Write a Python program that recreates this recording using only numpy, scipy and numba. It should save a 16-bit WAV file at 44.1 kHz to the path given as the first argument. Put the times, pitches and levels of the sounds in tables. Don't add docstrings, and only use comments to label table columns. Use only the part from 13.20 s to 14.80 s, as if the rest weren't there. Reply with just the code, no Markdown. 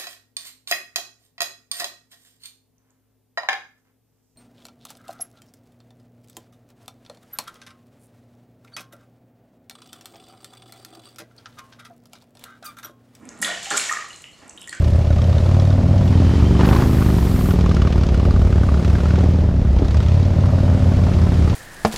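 import sys
import numpy as np
from scipy import signal
from scipy.fft import rfft, irfft
from scipy.io import wavfile
from scipy.ndimage import map_coordinates
from numba import njit

SR = 44100
rng = np.random.default_rng(int(sys.argv[2]) if len(sys.argv) > 2 else 0)


def attenuation_scalar(level_db):
    decades = np.asarray(level_db, float) / 20
    return 10 ** decades


def generate_wav(signal):
    frames = np.transpose(np.atleast_2d(signal))
    scaled = np.clip(frames, -1, 1) * 32767
    pcm = np.round(scaled).astype(np.int16)
    wavfile.write(sys.argv[1], SR, pcm)


N = 70560

# frequency in Hz, level in dB per Hz.
HUSH_SPECTRUM = [(15, -47), (25, -5), (87, 10), (1440, -5), (2160, -58), (3820, -22), (7510, -14),
                 (14400, -29), (16000, -45)]
# time in seconds, level in dB.
SEAT_RUB = [(0.0, -45), (0.16, -46.5), (0.236, -43), (0.444, -58), (0.48, -81), (0.531, -37), (0.65, -57),
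            (0.988, -61), (1.6, -57.5)]
# frequency in Hz, time to fall 60 dB in seconds.
ROOM_DECAY = [(200, 0.54), (1500, 0.42), (5000, 0.54), (12000, 0.31)]
# frequency in Hz, side minus mid in dB.
SIDE_SPECTRUM = [(60, -10), (250, -14), (1000, -16.5), (3000, -18), (6300, -23), (8300, -6), (10800, -10),
                 (15000, -7)]
# frequency in Hz, left minus right in dB.
LEFT_RIGHT = [(100, -3.7), (300, -3.5), (1000, -1.2), (8000, 0), (13000, 1.2)]
# start in seconds, level in dB, pitch in Hz, length in cycles.
SEAT_KNOCKS = [
    (0.028, -25, 260, 3),
    (0.202, -19, 244, 1.4),
    (0.239, -25, 202, 2.1),
    (0.515, -20.5, 830, 11),
    (0.525, -21.5, 402, 4.8),
    (0.54, -24.5, 596, 6),
    (1.225, -33, 255, 2.9),
    (1.289, -40.5, 640, 5),
    (1.352, -36, 296, 3),
    (1.525, -37, 304, 2.1),
]
# time in seconds, level in dB, brightness in dB per octave.
WATER_CHURN = [(0.0, -58.5, -9), (0.11, -54.5, -6.5), (0.208, -53, -8.5), (0.237, -30, -1),
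               (0.286, -33, -4.5), (0.392, -37.5, -0.5), (0.686, -30.5, 0), (0.836, -41.5, -2),
               (1.078, -58.5, 5.5), (1.32, -61.5, -7), (1.6, -54.5, -5)]
# frequency in Hz, level in dB.
SPRAY_SPECTRUM = [(250, -8.5), (500, -7), (700, -2), (1150, -1.5), (1500, 4), (4500, -2), (8000, -8),
                  (15000, -42.5)]
# peak in seconds, level in dB, rise in seconds, fall in seconds,
# brightness in dB per octave.
SPRAY_GUSHES = [
    (0.218, -35, 0.00044, 0.013, 15),
    (0.227, -21.5, 0.0016, 0.0046, -1),
    (.43, -43, 0.0024, 0.016, 10),
    (0.506, -19.5, 0.0018, 0.022, -3),
    (0.575, -16.5, 0.0053, 0.0028, 6),
    (0.723, -39, 0.0037, 0.0043, 2.5),
    (1.233, -53, 0.036, 0.027, -7.5),
    (1.528, -32, 0.0028, 0.0085, -1.5),
]
# start in seconds, level in dB, pitch in Hz, length in cycles.
SPRAY_CRACKS = [
    (.2275, -17, 6900, 9),
    (.5712, -15, 7700, 14),
    (.5738, -15, 6700, 12),
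    (.5755, -16, 8200, 12),
    (.5776, -7.5, 7200, 10),
    (.5797, -18, 7700, 14),
    (.7262, -20, 6700, 14),
    (1.0205, -30, 8000, 6),
    (1.022, -33, 10500, 8),
]
# start in seconds, level in dB, pitch in Hz, length in cycles.
DROP_TICKS = [(0.0542, -32, 8700, 3.3), (0.0903, -14.5, 6960, 1.55), (0.1765, -39, 7700, 5),
              (0.189, -36, 9500, 7.2), (0.203, -37, 6900, 5.5), (0.2162, -11, 8550, 4.3),
              (0.2265, -22, 7600, 5.2), (0.4309, -16, 7050, 1.9), (0.5045, -14.5, 7500, 6.5),
              (0.7194, -19.5, 7600, 5.3), (0.7253, -17.5, 6780, 4.5), (0.8873, -31, 7400, 5.3),
              (0.945, -45, 9000, 2.8), (0.9608, -27, 8060, 4.1), (1.2797, -33, 8500, 5),
              (1.295, -29, 7130, 11), (1.3653, -37.5, 7800, 4.8), (1.3748, -34, 8200, 4.6),
              (1.308, -38, 7530, 3.7), (1.33, -40, 7000, 4), (1.395, -37, 11600, 3.7),
              (1.407, -36, 6860, 3.4), (1.4155, -22, 8400, 2.8), (1.428, -32, 8500, 7.6),
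              (1.4748, -23.5, 7840, 3), (1.482, -26, 7600, 4), (1.494, -23.5, 7090, 9.3),
              (1.508, -35, 7640, 5.6), (1.5275, -29.5, 6630, 8.6), (1.5493, -30, 6750, 7.8)]
# start in seconds, level in dB, pitch in Hz, length in cycles.
BUBBLES = [(0.2265, -8, 1862, 7.4), (0.2462, -10, 3220, 7.4), (0.2478, -7, 3670, 4.9),
           (0.2495, -9.5, 3510, 8.8), (0.289, -24.5, 682, 21.7), (0.318, -18, 1790, 6.4),
           (0.457, -28, 3030, 30), (0.467, -30.5, 768, 23.6), (0.493, -30, 2120, 10),
           (0.512, -9.5, 1546, 7.8), (0.526, -22.5, 1714, 12), (0.542, -17, 1350, 11),
           (0.578, -13, 2280, 8), (0.597, -13, 2640, 7.2), (0.694, -17, 1813, 22),
           (0.7115, -16.5, 1208, 22), (0.734, -17, 1814, 9.3), (0.766, -24.5, 1224, 22.5),
           (0.823, -23, 1850, 8.1), (0.905, -29, 2840, 17.4), (0.931, -36.5, 4070, 42),
           (1.041, -20.5, 2790, 5.3), (1.376, -29, 3050, 16), (1.4205, -27.5, 2880, 9.7),
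           (1.442, -27, 3230, 6.6), (1.475, -26, 1910, 7.7), (1.494, -23, 4300, 8.8),
           (1.5275, -19.5, 1754, 6.2),
           (.2, -32.5, 186.5, 19), (0.226, -10.5, 9850, 12), (.254, -31, 1862, 71),
                   (.3, -24.5, 1837, 33), (0.341, -32.5, 1840, 24), (.372, -32.5, 1795, 43),
                   (0.26, -31, 3260, 17), (0.315, -23, 2880, 19), (.348, -27.5, 2930, 28),
                   (0.498, -27, 3430, 23), (0.531, -33, 2460, 19), (.552, -12.5, 1376, 5),
                   (0.598, -21, 4150, 23), (0.621, -27.5, 6770, 14), (0.659, -27, 6840, 27),
                   (0.689, -22, 5900, 12), (1.067, -43, 2830, 41), (1.084, -42.5, 2893, 37),
                   (1.11, -51, 2890, 99), (1.43, -44, 3344, 54), (1.0405, -39, 3300, 2.6),
                   (1.5285, -26.5, 3140, 7.1), (1.575, -44, 1900, 18), (0.277, -14, 1415, 6.6),
                   (0.578, -16, 3960, 8.2), (.689, -23, 2170, 12), (.723, -17.5, 1265, 11.3),
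                   (.748, -34, 1130, 20), (.770, -8.5, 1803, 5.1), (.787, -27, 1210, 24),
                   (.81, -30, 1202, 22), (0.839, -39, 1137, 29), (1.022, -31, 12400, 2.7),
                   (1.041, -37.5, 1990, 27), (1.049, -43, 2944, 70), (1.13, -46, 4190, 36),
                   (1.2, -47.5, 4500, 25), (1.226, -39.5, 800, 9), (1.242, -43, 1880, 7.9),
                   (1.309, -43.5, 2690, 19), (1.381, -36.5, 3660, 27), (1.394, -44, 3670, 18),
                   (1.411, -42, 5200, 29), (1.476, -37, 13100, 4), (1.485, -38, 1878, 46),
                   (1.494, -38, 13600, 4), (1.53, -27.5, 1585, 34), (1.545, -36, 1545, 54)]

HUSH_DB, RUB_DB, KNOCK_DB, SPRAY_DB, TICK_DB = -56, -6, -2.5, -7, 4.5
RUB_HZ, RUB_WIDTH_HZ = 230, 65
WALLS_DB, WALLS_GAP_S = -2, 0.011
TUB_DB, TUB_T60_S = -5, .025
BUBBLE_ROOM_DB, TICK_ROOM_DB, CRACK_ROOM_DB = -2, -5, -15
MIC_PEAK_HZ, MIC_WIDTH_HZ, MIC_PEAK_DB, MIC_TOP_DB_OCT, LOW_CUT_HZ = 7200, 900, 8, 2.5, 204
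SIDE_DB = 5
GRAIN_SCATTER_DB, GRAIN_TOP_DB, GRAIN_CYCLES = 1.5, 9, 4.6
PATCHY_DB, PATCH_S, PATCH_OCT = 7, .035, .6
SPLAT_S, SPLAT_OCT, SPLAT_DB, SPLAT_STRETCH = .0012, 0.17, -6.5, 1.48
SWELL_CYCLES, TICK_SWELL_CYCLES, BUBBLE_SWELL_CYCLES = 1.3, 1.6, 2.3


def read(table, hz):
    table = np.array(table, float)
    return np.interp(np.log(np.maximum(hz, 1)), np.log(table[:, 0]), table[:, 1])


def colour(x, db_of_hz):
    n = x.shape[-1]
    hz = np.arange(n // 2 + 1) * SR / n
    return irfft(rfft(x) * attenuation_scalar(db_of_hz(hz)), n)


def rms(x):
    return np.sqrt(np.mean(x ** 2))


@njit
def ring(n, start, size, hz, cycles, glide, swell, sr):
    out = np.zeros(n)
    for k in range(len(start)):
        span = cycles[k] * sr / hz[k]
        phase = 0.
        for i in range(int(2.5 * span)):
            j = int(start[k] * sr) + i
            if j >= n:
                break
            phase += 2 * np.pi * hz[k] * (1 + glide[k] * i / span) / sr
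            fade = np.exp(-2.3 * i / span)
            onset = np.sin(min(phase / (4 * swell), np.pi / 2)) ** 2
            out[j] += size[k] * fade * onset * np.sin(phase)
    return out


def played(table, gain_db, glide, swell):
    t, db, hz, cycles = np.array(table, float).T
    cycles = np.clip(cycles, 1.5, 60)
    return ring(N, np.maximum(t, 0), attenuation_scalar(db + gain_db), hz, cycles, glide + 0 * t, swell, float(SR))


def hush():
    noise = colour(rng.standard_normal((2, N)), lambda f: read(HUSH_SPECTRUM, f))
    return noise * attenuation_scalar(HUSH_DB) / rms(noise[0])


def room():
    t = np.arange(SR) / SR
    noise = rng.standard_normal((2, SR))
    walls = 0
    for hz in 90 * 2. ** np.arange(8):
        band = colour(noise, lambda f: 20 * np.log10(np.maximum(1 - abs(np.log2((f + 1) / hz)), 1e-6)))
        t60 = max(read(ROOM_DECAY, hz), .05)
        walls = walls + band * attenuation_scalar(-60 * t / t60)
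    walls = walls * np.clip(t / WALLS_GAP_S, 0, 1) ** 2
    tub = rng.standard_normal((2, SR)) * attenuation_scalar(-60 * t / TUB_T60_S) * (t > .0012)
    walls = walls * attenuation_scalar(WALLS_DB) / np.sqrt(np.sum(walls[0] ** 2))
    tub = tub * attenuation_scalar(TUB_DB) / np.sqrt(np.sum(tub[0] ** 2))
    return walls + tub


def capsule(f):
    peak = MIC_PEAK_DB / (1 + ((f - MIC_PEAK_HZ) / MIC_WIDTH_HZ) ** 2)
    top = MIC_TOP_DB_OCT * np.log2(np.maximum(f / 9000, 1))
    low_cut = 10 * np.log10(1 + (LOW_CUT_HZ / (f + 1)) ** 4)
    return peak + top - low_cut


def stereo(mid, side):
    side = colour(side, lambda f: read(SIDE_SPECTRUM, f) + SIDE_DB)
    left = colour(mid + side, lambda f: read(LEFT_RIGHT, f) / 2)
    right = colour(mid - side, lambda f: -read(LEFT_RIGHT, f) / 2)
    return np.array([left, right])


def rub():
    at, db = np.array(SEAT_RUB, float).T
    noise = colour(rng.standard_normal(N), lambda f: -20 * np.log10(1 + ((f - RUB_HZ) / RUB_WIDTH_HZ) ** 2))
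    return noise / rms(noise) * attenuation_scalar(np.interp(np.arange(N) / SR, at, db) + RUB_DB)


def knocks():
    return played(SEAT_KNOCKS, KNOCK_DB, 0.062, SWELL_CYCLES)


def spray(count):
    u = rng.random((count, 5)).T
    t = u[0] * N / SR
    hz = 250 * 62 ** u[1]
    octave = np.log2(hz / 3000)
    scatter = np.minimum(-GRAIN_SCATTER_DB * np.log(u[2] + 1e-4), GRAIN_TOP_DB)
    own = attenuation_scalar(read(SPRAY_SPECTRUM, hz) + 20 * np.log10(hz / 2000) + scatter)
    at, db, tilt = np.array(WATER_CHURN, float).T
    shape = attenuation_scalar(np.interp(t, at, db) + np.interp(t, at, tilt) * octave)
    patches = u[3, :1200].reshape(12, 100) - .5
    where = [np.log2(hz / 250) / PATCH_OCT, t / PATCH_S]
    shape = shape * attenuation_scalar(2 * PATCHY_DB * map_coordinates(patches, where, order=1))
    for peak, db, rise, fall, tilt in SPRAY_GUSHES:
        burst = np.exp(-abs(t - peak) / np.where(t < peak, rise, fall))
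        shape = shape + attenuation_scalar(db + tilt * octave) * burst
    cycles = np.clip(GRAIN_CYCLES * (0.15 + 1.52 * u[3]), 1.5, 40)
    args = (hz, cycles, 0.43 * u[4], SWELL_CYCLES, float(SR))
    steady = ring(N, t, own, *args)
    return ring(N, t, own * shape * attenuation_scalar(SPRAY_DB), *args) / rms(steady)


def cracks():
    return played(SPRAY_CRACKS, 0, 0., BUBBLE_SWELL_CYCLES)


def ticks(count):
    u = rng.standard_normal((len(DROP_TICKS), count, 2))
    t, db, hz, cycles = np.array(DROP_TICKS, float).T[:, :, None]
    order = np.arange(count)
    late = SPLAT_S * order * (0.56 + 0.17 * abs(u[..., 0]))
    level = db + SPLAT_DB - 4.6 * order
    pitch = hz * 2 ** (SPLAT_OCT * u[..., 1])
    rows = [t + late, level + 0 * late, pitch, cycles * SPLAT_STRETCH + 0 * late]
    return played(np.reshape(rows, (4, -1)).T, TICK_DB, 0., TICK_SWELL_CYCLES)


def bubbles():
    return played(BUBBLES, 0, .04, BUBBLE_SWELL_CYCLES)


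def scene():
    ringing, ticking, cracking = bubbles(), ticks(count=4), cracks()
    body = knocks() + spray(count=16000)
    near = colour(ringing + ticking + cracking + body, capsule)
    sent = ringing * attenuation_scalar(BUBBLE_ROOM_DB) + ticking * attenuation_scalar(TICK_ROOM_DB) + cracking * attenuation_scalar(CRACK_ROOM_DB) + body
    wet = signal.fftconvolve(colour(sent, capsule)[None], room(), axes=1)[:, :N]
    around = wet + hush()
    return stereo(near + around[0] + rub(), around[1])


def top_cut(x):
    return signal.sosfilt(signal.butter(12, 16510, fs=SR, output="sos"), x)


def record(dry):
    low_pass = signal.ellip(8, .2, 70, 15600, fs=SR, output="sos")
    mix = signal.sosfilt(low_pass, dry)
    return top_cut(mix)


dry = scene()
out = record(dry)
generate_wav(out)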